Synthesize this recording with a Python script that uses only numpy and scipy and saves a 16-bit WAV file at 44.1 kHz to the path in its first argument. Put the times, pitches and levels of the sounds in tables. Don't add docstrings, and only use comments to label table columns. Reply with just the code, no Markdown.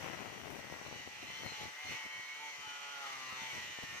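import sys
import numpy as np
from scipy import signal
from scipy.fft import rfft, irfft
from scipy.io import wavfile
from scipy.ndimage import uniform_filter1d

SR = 44100
rng = np.random.default_rng(int(sys.argv[2]) if len(sys.argv) > 2 else 0)


def to_wav(sig):
    pcm = np.clip(np.atleast_2d(sig), -1, 1) * 32767
    pcm = np.round(pcm).astype(np.int16)
    wavfile.write(sys.argv[1], SR, pcm.T)


N = 176400
PORT_PHASE_RAD = 0.83

# time_s, rasp_db, hiss_db
GRINDING_LEVELS = [(0.0, -67, -59), (0.27, -65, -65), (0.78, -62, -62.5), (0.92, -54.5, -64.5),
                   (1.08, -52.5, -65), (1.5, -52.5, -61), (1.62, -48, -62.5), (1.73, -52, -62),
                   (1.83, -52, -62.5), (1.92, -46, -59.5), (2.1, -55, -64.5), (2.91, -53, -63.5),
                   (3.06, -48.5, -60), (3.27, -55, -62), (3.54, -53.5, -58), (3.7, -67, -62.5),
                   (4.0, -61, -61.5)]


def undb(db):
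    return 10 ** (np.asarray(db) / 20)


def unit(x):
    return x / np.sqrt(np.mean(x ** 2))


def curve(rows, column=1):
    rows = np.array(rows)
    return np.interp(np.arange(N) / SR, rows[:, 0], rows[:, column])


def bins():
    return np.arange(N // 2 + 1) * SR / N


def colour(rows):
    hz, *columns = np.array(rows, float).T
    return undb([np.interp(np.log(bins() + 1), np.log(hz), db) for db in columns])


def wander(size, step):
    step = max(int(step), 1)
    smoothed = uniform_filter1d(rng.standard_normal(size), step, mode="wrap")
    return unit(uniform_filter1d(smoothed, step, mode="wrap"))


def ring(x, gain):
    cepstrum = irfft(np.log(gain + 1e-9), N)
    cepstrum[..., 1:N // 2] *= 2
    cepstrum[..., N // 2 + 1:] = 0
    return irfft(rfft(x) * np.exp(rfft(cepstrum)), N)


def clicks(times, sizes, order=8):
    at = times[:, None] * SR
    index = at.astype(int) + np.arange(1 - order, order + 1)
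    shape = np.sinc(index - at) * np.sinc((index - at) / order)
    return np.bincount((index % N).ravel(), (sizes[:, None] * shape).ravel(), N)


def wind(eddies_per_s=420, spit_hz=2230, flicker_db=2.5, right_port_db=-48):
    # centre_s, length_s, relative_db
    gusts = [(0.034, 0.13, -48), (0.274, 0.34, -48.5), (0.533, 0.14, -46), (0.734, 0.056, -59),
             (0.895, 0.32, -53), (1.072, 0.023, -53), (1.236, 0.02, -50.5), (1.323, 0.19, -53),
             (1.465, 0.059, -43.5), (1.523, 0.028, -54), (1.639, 0.072, -47.5), (1.87, 0.031, -50.5),
             (1.924, 0.046, -45), (2.057, 0.018, -48.5), (2.187, 0.048, -57.5), (2.606, 0.026, -56),
             (2.677, 0.01, -53), (3.331, 0.0089, -47.5), (3.424, 0.014, -45), (3.559, 0.053, -49.5),
             (3.67, 0.08, -53), (3.831, 0.025, -48.5), (3.95, 0.11, -53.5)]
    # time_s, relative_db, half_width_s
    pulses = [(0.594, -38, 0.00026), (0.7, -37, 0.00023), (0.725, -32, 0.00038), (0.741, -31, 0.0002),
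              (0.764, -36, 0.00028), (0.815, -32, 0.00021), (0.864, -31.5, 0.00023), (0.913, -36, .0003),
              (0.927, -31.5, 0.00021), (0.961, -37.5, 0.00038), (1.076, -34.5, 0.00038),
              (1.232, -44, .0006), (1.303, -39, 0.00035), (1.435, -31, 0.00021), (1.464, -27.5, 0.00015),
              (1.521, -39, 0.00035), (1.613, -38.5, .0004), (1.656, -36, 0.00039), (2.68, -47, 0.00035),
              (3.326, -41.5, 0.00025), (3.435, -47, .0003), (3.531, -39, .00025), (3.581, -40.5, 0.00066),
              (3.788, -34.5, 0.00033), (3.838, -36.5, 0.0012)]
    # frequency_hz, rumble_db, pop_db
    spectra = [(19.8, -44, -29), (50.7, -15, -27), (90, -1, -3), (143, -2.5, 2), (295, -5.5, 3),
               (755, -10, 5), (1610, -31.5, -3), (3100, -35, -28.5), (9000, -33, -33)]
    # time_s, level_db
    breeze = [(0, -44), (.2, -46.5), (.4, -49.5), (.54, -45), (.66, -55), (.92, -52.5), (1.1, -60.5),
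              (1.45, -72), (1.8, -75.5), (3.2, -62.5), (3.6, -62), (4, -80)]
    t = np.arange(N) / SR
    rumble_gain, pop_gain = colour(spectra)
    gusting = sum(undb(db) * np.exp(-2 * ((t - at) / length) ** 2) for at, length, db in gusts)
    turbulence = rng.standard_normal(N) * undb(flicker_db * wander(N, SR * 0.011))
    rumble = unit(ring(turbulence, rumble_gain)) * (undb(-84) + gusting) * undb(-2)

    count = int(eddies_per_s * N / SR)
    when, sign = rng.random((N // 20, 2))[:count].T
    scatter_db = 4 * np.clip(rng.standard_normal(N // 20)[:count], -2, 2)
    eddies = clicks(when * N / SR, np.sign(sign - .5) * undb(scatter_db))
    breeze_db = curve(breeze)
    spit = unit(ring(eddies, 1 / (1 + np.log((bins() + 1) / spit_hz) ** 2 / 0.14) ** 2))
    spit_db = -7 + (breeze_db + 50) / 2
    crackle = (unit(ring(eddies, pop_gain)) + spit * undb(spit_db)) * undb(breeze_db)

    pops = sum(undb(db + 1) * (1.1 * (t - at) / width - 1) * np.exp(-((t - at) / width) ** 2)
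               for at, db, width in pulses)
    port = rumble + crackle + ring(pops, np.sqrt(pop_gain))
    return port * undb([[0], [right_port_db]])


def sheet_response(extra_width_hz=0, bass_hz=170, treble_hz=10000):
    # frequency_hz, width_hz, left_db, right_db
    modes = [(832, 44, -14, -8), (889, 7.7, -3, -24), (1160, 5.2, -18, -13), (1247, 2.6, -19, -6.5),
             (1296, 18, -3.5, -18.5), (1450, 97, -19, -7), (1933, 90, -4, -6.5), (2015, 51, -15, -6),
             (2193, 14.5, -3.5, -4.5), (2340, 20, -14, -18), (2970, 130, -9, -19), (3000, 25, -2.5, -10),
             (3255, 61, -17, -13.5), (3420, 50, -27.5, -15), (4040, 28, -19.5, -27)]
    # frequency_hz, left_db, right_db
    body = [(140, -29.5, -26), (202, -40, -55), (280, -28, -25), (545, -25.5, -17), (1100, -10.5, -12.5),
            (1570, -20.5, -22), (2097, -7.5, -14.5), (2660, -15, -10), (3180, -22, -16.5),
            (3500, -15.5, -25), (4560, -19.5, -20), (5360, -24.5, -29.5), (6040, -16.5, -13.5),
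            (7530, -27.5, -35.5), (8600, -34, -58)]
    power = colour(body) ** 2
    for hz, width, *db in modes:
        widened = abs(width) + extra_width_hz
        peak = (width / widened) * undb(db)[:, None] ** 2
        power = power + peak / (1 + (2 * (bins() - hz) / widened) ** 2)
    rolloff = 1 + (bass_hz / (bins() + 1)) ** 4 + (bins() / treble_hz) ** 4
    return np.sqrt(abs(power) / rolloff)


def radiate(x, spread_s=.007, right_lag_s=.00003, dense_hz=3300):
    hz = bins()
    drift = lambda step_hz: wander(len(hz), step_hz * N / SR)
    stereo_ripple = lambda: np.array([drift(60), drift(60)])
    crowding = np.minimum(hz / dense_hz, 1)
    group_delay_s = spread_s * abs(drift(200))
    phase = 2 * np.pi * np.cumsum(group_delay_s) * SR / N
    phase = phase + PORT_PHASE_RAD * (.5 + crowding) * stereo_ripple()
    phase[1] += 2 * np.pi * hz * right_lag_s
    ripple_db = 4 * crowding ** 2 * stereo_ripple()
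    return irfft(rfft(x) * undb(ripple_db) * np.exp(-1j * phase), N)


def flex(x, depth_db=2.5, swell_s=0.12, band_hz=200, size=1024):
    spectra = signal.stft(x, nperseg=size)[2]
    field = rng.standard_normal(spectra.shape)
    for _ in range(2):
        field = uniform_filter1d(field, max(round(band_hz * size / SR), 1), axis=1)
        field = uniform_filter1d(field, max(round(swell_s * 2 * SR / size), 1), axis=2)
    return signal.istft(spectra * undb(depth_db * unit(field)), nperseg=size)[1][:, :N]


def disc_turns(flutter=.001, chatter_turns=.005, full_load_db=-47):
    # time_s, speed_hz
    rotation = [(0.0, 130.83), (0.3, 129.64), (0.48, 131.34), (0.52, 133.17), (0.68, 135.66), (0.8, 139.89),
                (0.92, 140.33), (1.0, 139.09), (1.08, 139.29), (1.28, 145.78), (1.34, 147.01),
                (1.42, 147.19), (1.58, 141.66), (1.68, 142.4), (1.8, 150.1), (1.86, 151.17), (1.96, 148.72),
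                (2.02, 146.17), (2.18, 146.91), (2.3, 146.9), (2.42, 148.33), (2.72, 142.54),
                (2.94, 142.22), (3.02, 140.05), (3.14, 133.76), (3.22, 130.7), (3.44, 127.32),
                (3.58, 121.6), (3.74, 120.6), (4.0, 121.84)]
    speed_hz = curve(rotation) * (1 + flutter * wander(N, SR * 0.03))
    load = np.minimum(undb(curve(GRINDING_LEVELS) - full_load_db), 1)
    chatter = chatter_turns * load * wander(N, SR * .008)
    return np.cumsum(speed_hz) / SR + chatter


def grinding(turns, pulsing=0.076, grit_db=0.6):
    # frequency_hz, left_db, right_db
    hiss_spectrum = [(40.3, -67, -40), (121, -25, -25), (298, -27.5, -27), (484, -13, -22),
                     (855, -13.5, -20.5), (1630, -3, -12.5), (1790, -10.5, -5.5), (1955, 2, -4.5),
                     (2270, -4, -3), (3130, -8.5, -11.5), (3450, -12.5, -21), (4400, -15, -18.5),
                     (5380, -19.5, -14), (5930, -13, -7.5), (6820, -20.5, -22.5), (7860, -18, -18),
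                     (8900, -25.5, -34.5), (12900, -25.5, -31.5), (15700, -33.5, -46)]
    swell = np.exp(pulsing * (np.cos(2 * np.pi * turns) + np.cos(4 * np.pi * turns)))
    grains = swell * undb(-grit_db * wander(N, SR * 0.00026))
    vibration = ring(grains * rng.standard_normal(N), sheet_response(extra_width_hz=24))
    rasp = unit(flex(radiate(vibration)))
    cut_noise = ring(rng.standard_normal((2, N)), colour(hiss_spectrum))
    hiss = unit(grains * radiate(cut_noise))
    rasp_db = curve(GRINDING_LEVELS) - 3
    hiss_db = curve(GRINDING_LEVELS, column=2) + 9.5
    return rasp * undb(rasp_db) + hiss * undb(hiss_db)


def squeals(turns, fade_s=0.057, waver_s=0.045, rough_s=0.0046):
    # start_s, end_s, harmonic_number, left_db, right_db
    spells = [(0, 0.4, 23, -68, -70), (0, 0.177, 15, -56, -74), (0.58, 0.77, 14, -60, -71),
              (0.797, 1.2, 6, -68, -60.5), (0.84, 0.97, 29, -65, -65), (0.942, 1.02, 21, -60, -56.5),
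              (1.19, 1.676, 28, -62, -67), (1.197, 1.42, 14, -57.5, -68), (1.27, 1.493, 21, -61, -59),
              (1.34, 1.495, 13, -57.5, -66), (1.447, 1.54, 29, -54, -61), (1.52, 1.69, 6, -62, -55),
              (1.52, 1.68, 14, -62, -63), (1.738, 2.367, 13, -61, -66.5), (1.764, 2.004, 14, -53, -54),
              (1.802, 1.894, 5, -59, -62), (1.855, 1.95, 28, -57, -68), (1.875, 1.97, 17, -64, -54),
              (1.91, 2.387, 15, -53.5, -53.5), (1.978, 2.42, 21, -73, -59), (2.017, 2.604, 28, -67, -72),
              (2.404, 2.504, 6, -51.5, -52.5), (2.41, 2.518, 15, -54, -53), (2.607, 2.693, 21, -54.5, -73),
              (2.617, 3.017, 9, -78, -57), (2.62, 3.08, 6, -61, -55.5), (2.68, 3.067, 10, -55, -64),
              (2.702, 2.98, 22, -77, -60.5), (2.104, 2.335, 7, -68, -67), (1.402, 1.66, 15, -58, -62),
              (3.028, 3.158, 9, -48.5, -48.5), (3.083, 3.587, 1, -69.5, -71.5), (3.1, 3.49, 2, -73.5, -75),
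              (3.122, 3.2, 16, -53, -55), (3.143, 3.36, 9, -57.5, -57), (3.2, 3.616, 8, -58, -63),
              (3.29, 3.384, 10, -61, -57), (3.34, 3.46, 28, -56, -61), (3.388, 3.49, 7, -55.5, -58),
              (3.4, 3.616, 16, -56, -58), (3.49, 3.6, 18, -52, -53), (3.597, 3.76, 25, -61, -70),
              (3.6, 3.719, 24, -57, -62), (3.594, 3.8, 30, -64, -74), (3.685, 4.007, 19, -62, -57),
              (3.763, 4.003, 15, -56.5, -65), (3.944, 4.015, 52, -61, -61)]
    t = np.arange(N) / SR
    out = np.zeros((2, N))
    waver, rough = (wander(2 * N, SR * s) + 1j * wander(2 * N, SR * s) for s in (waver_s, rough_s))
    for start, end, harmonic, *db in spells:
        envelope = np.clip(np.minimum(t - start, end - t) / fade_s + .5, 0, 1)
        on = np.flatnonzero(envelope)
        places = on + rng.integers(0, N, (2, 1))
        grip = 1 + .25 * waver[places] + .33 * (harmonic / 12) ** .5 * rough[places[0]]
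        phase = 2 * np.pi * (round(harmonic) * turns[on] + rng.random())
        port_phase = PORT_PHASE_RAD * np.array([[1], [-1]]) * rng.uniform(0.14, 1.0)
        tone = np.sqrt(2) * np.real(grip * np.exp(1j * (phase + port_phase)))
        out[:, on] += undb(db)[:, None] * envelope[on] * tone
    return out * undb(0.5)


def bites(turns, jitter_s=.000014, scatter_db=1.3, split_hz=1800):
    # time_s, relative_db
    drone_levels = [(0.0, 6.5), (0.45, -5), (0.8, -1), (1.2, -5), (1.6, 2.5), (1.75, 0.5), (2.0, 4),
                    (2.3, 1), (2.45, 4), (2.55, 2.5), (2.7, 1), (3.05, 6.5), (3.25, 6.5), (3.45, 6.5),
                    (3.7, 2), (4.0, 4.5)]
    # time_s, relative_db
    whine_levels = [(0.0, -5), (0.3, -1.5), (0.5, -4.5), (0.78, -5), (0.92, 1), (1.12, -2), (1.4, -0.5),
                    (1.62, 4.5), (1.74, -5.5), (1.92, 4.5), (2.05, -0.5), (2.4, -0.5), (2.55, 2),
                    (2.9, 0.5), (3.2, 3.5), (3.55, 5), (3.72, 4), (4.0, 3.5)]
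    times = np.interp(np.arange(1, int(turns[-1])), turns, np.arange(N) / SR)
    late, size = rng.standard_normal((N // 200, 2))[:len(times)].T
    impacts = clicks(times + jitter_s * late, undb(scatter_db * size))
    vibration = ring(impacts, sheet_response())
    tone = unit(flex(radiate(vibration)))
    drone = irfft(rfft(tone) / (1 + (bins() / split_hz) ** 16), N)
    whine = tone - drone
    return drone * undb(curve(drone_levels) - 53) + whine * undb(curve(whine_levels) - 50)


def scene():
    turns = disc_turns()
    return bites(turns) + squeals(turns) + grinding(turns) + wind()


def record(dry):
    cutoff_hz = 15450
    return signal.sosfilt(signal.ellip(10, .2, 70, cutoff_hz, fs=SR, output="sos"), dry)


dry = scene()
out = record(dry)
to_wav(out)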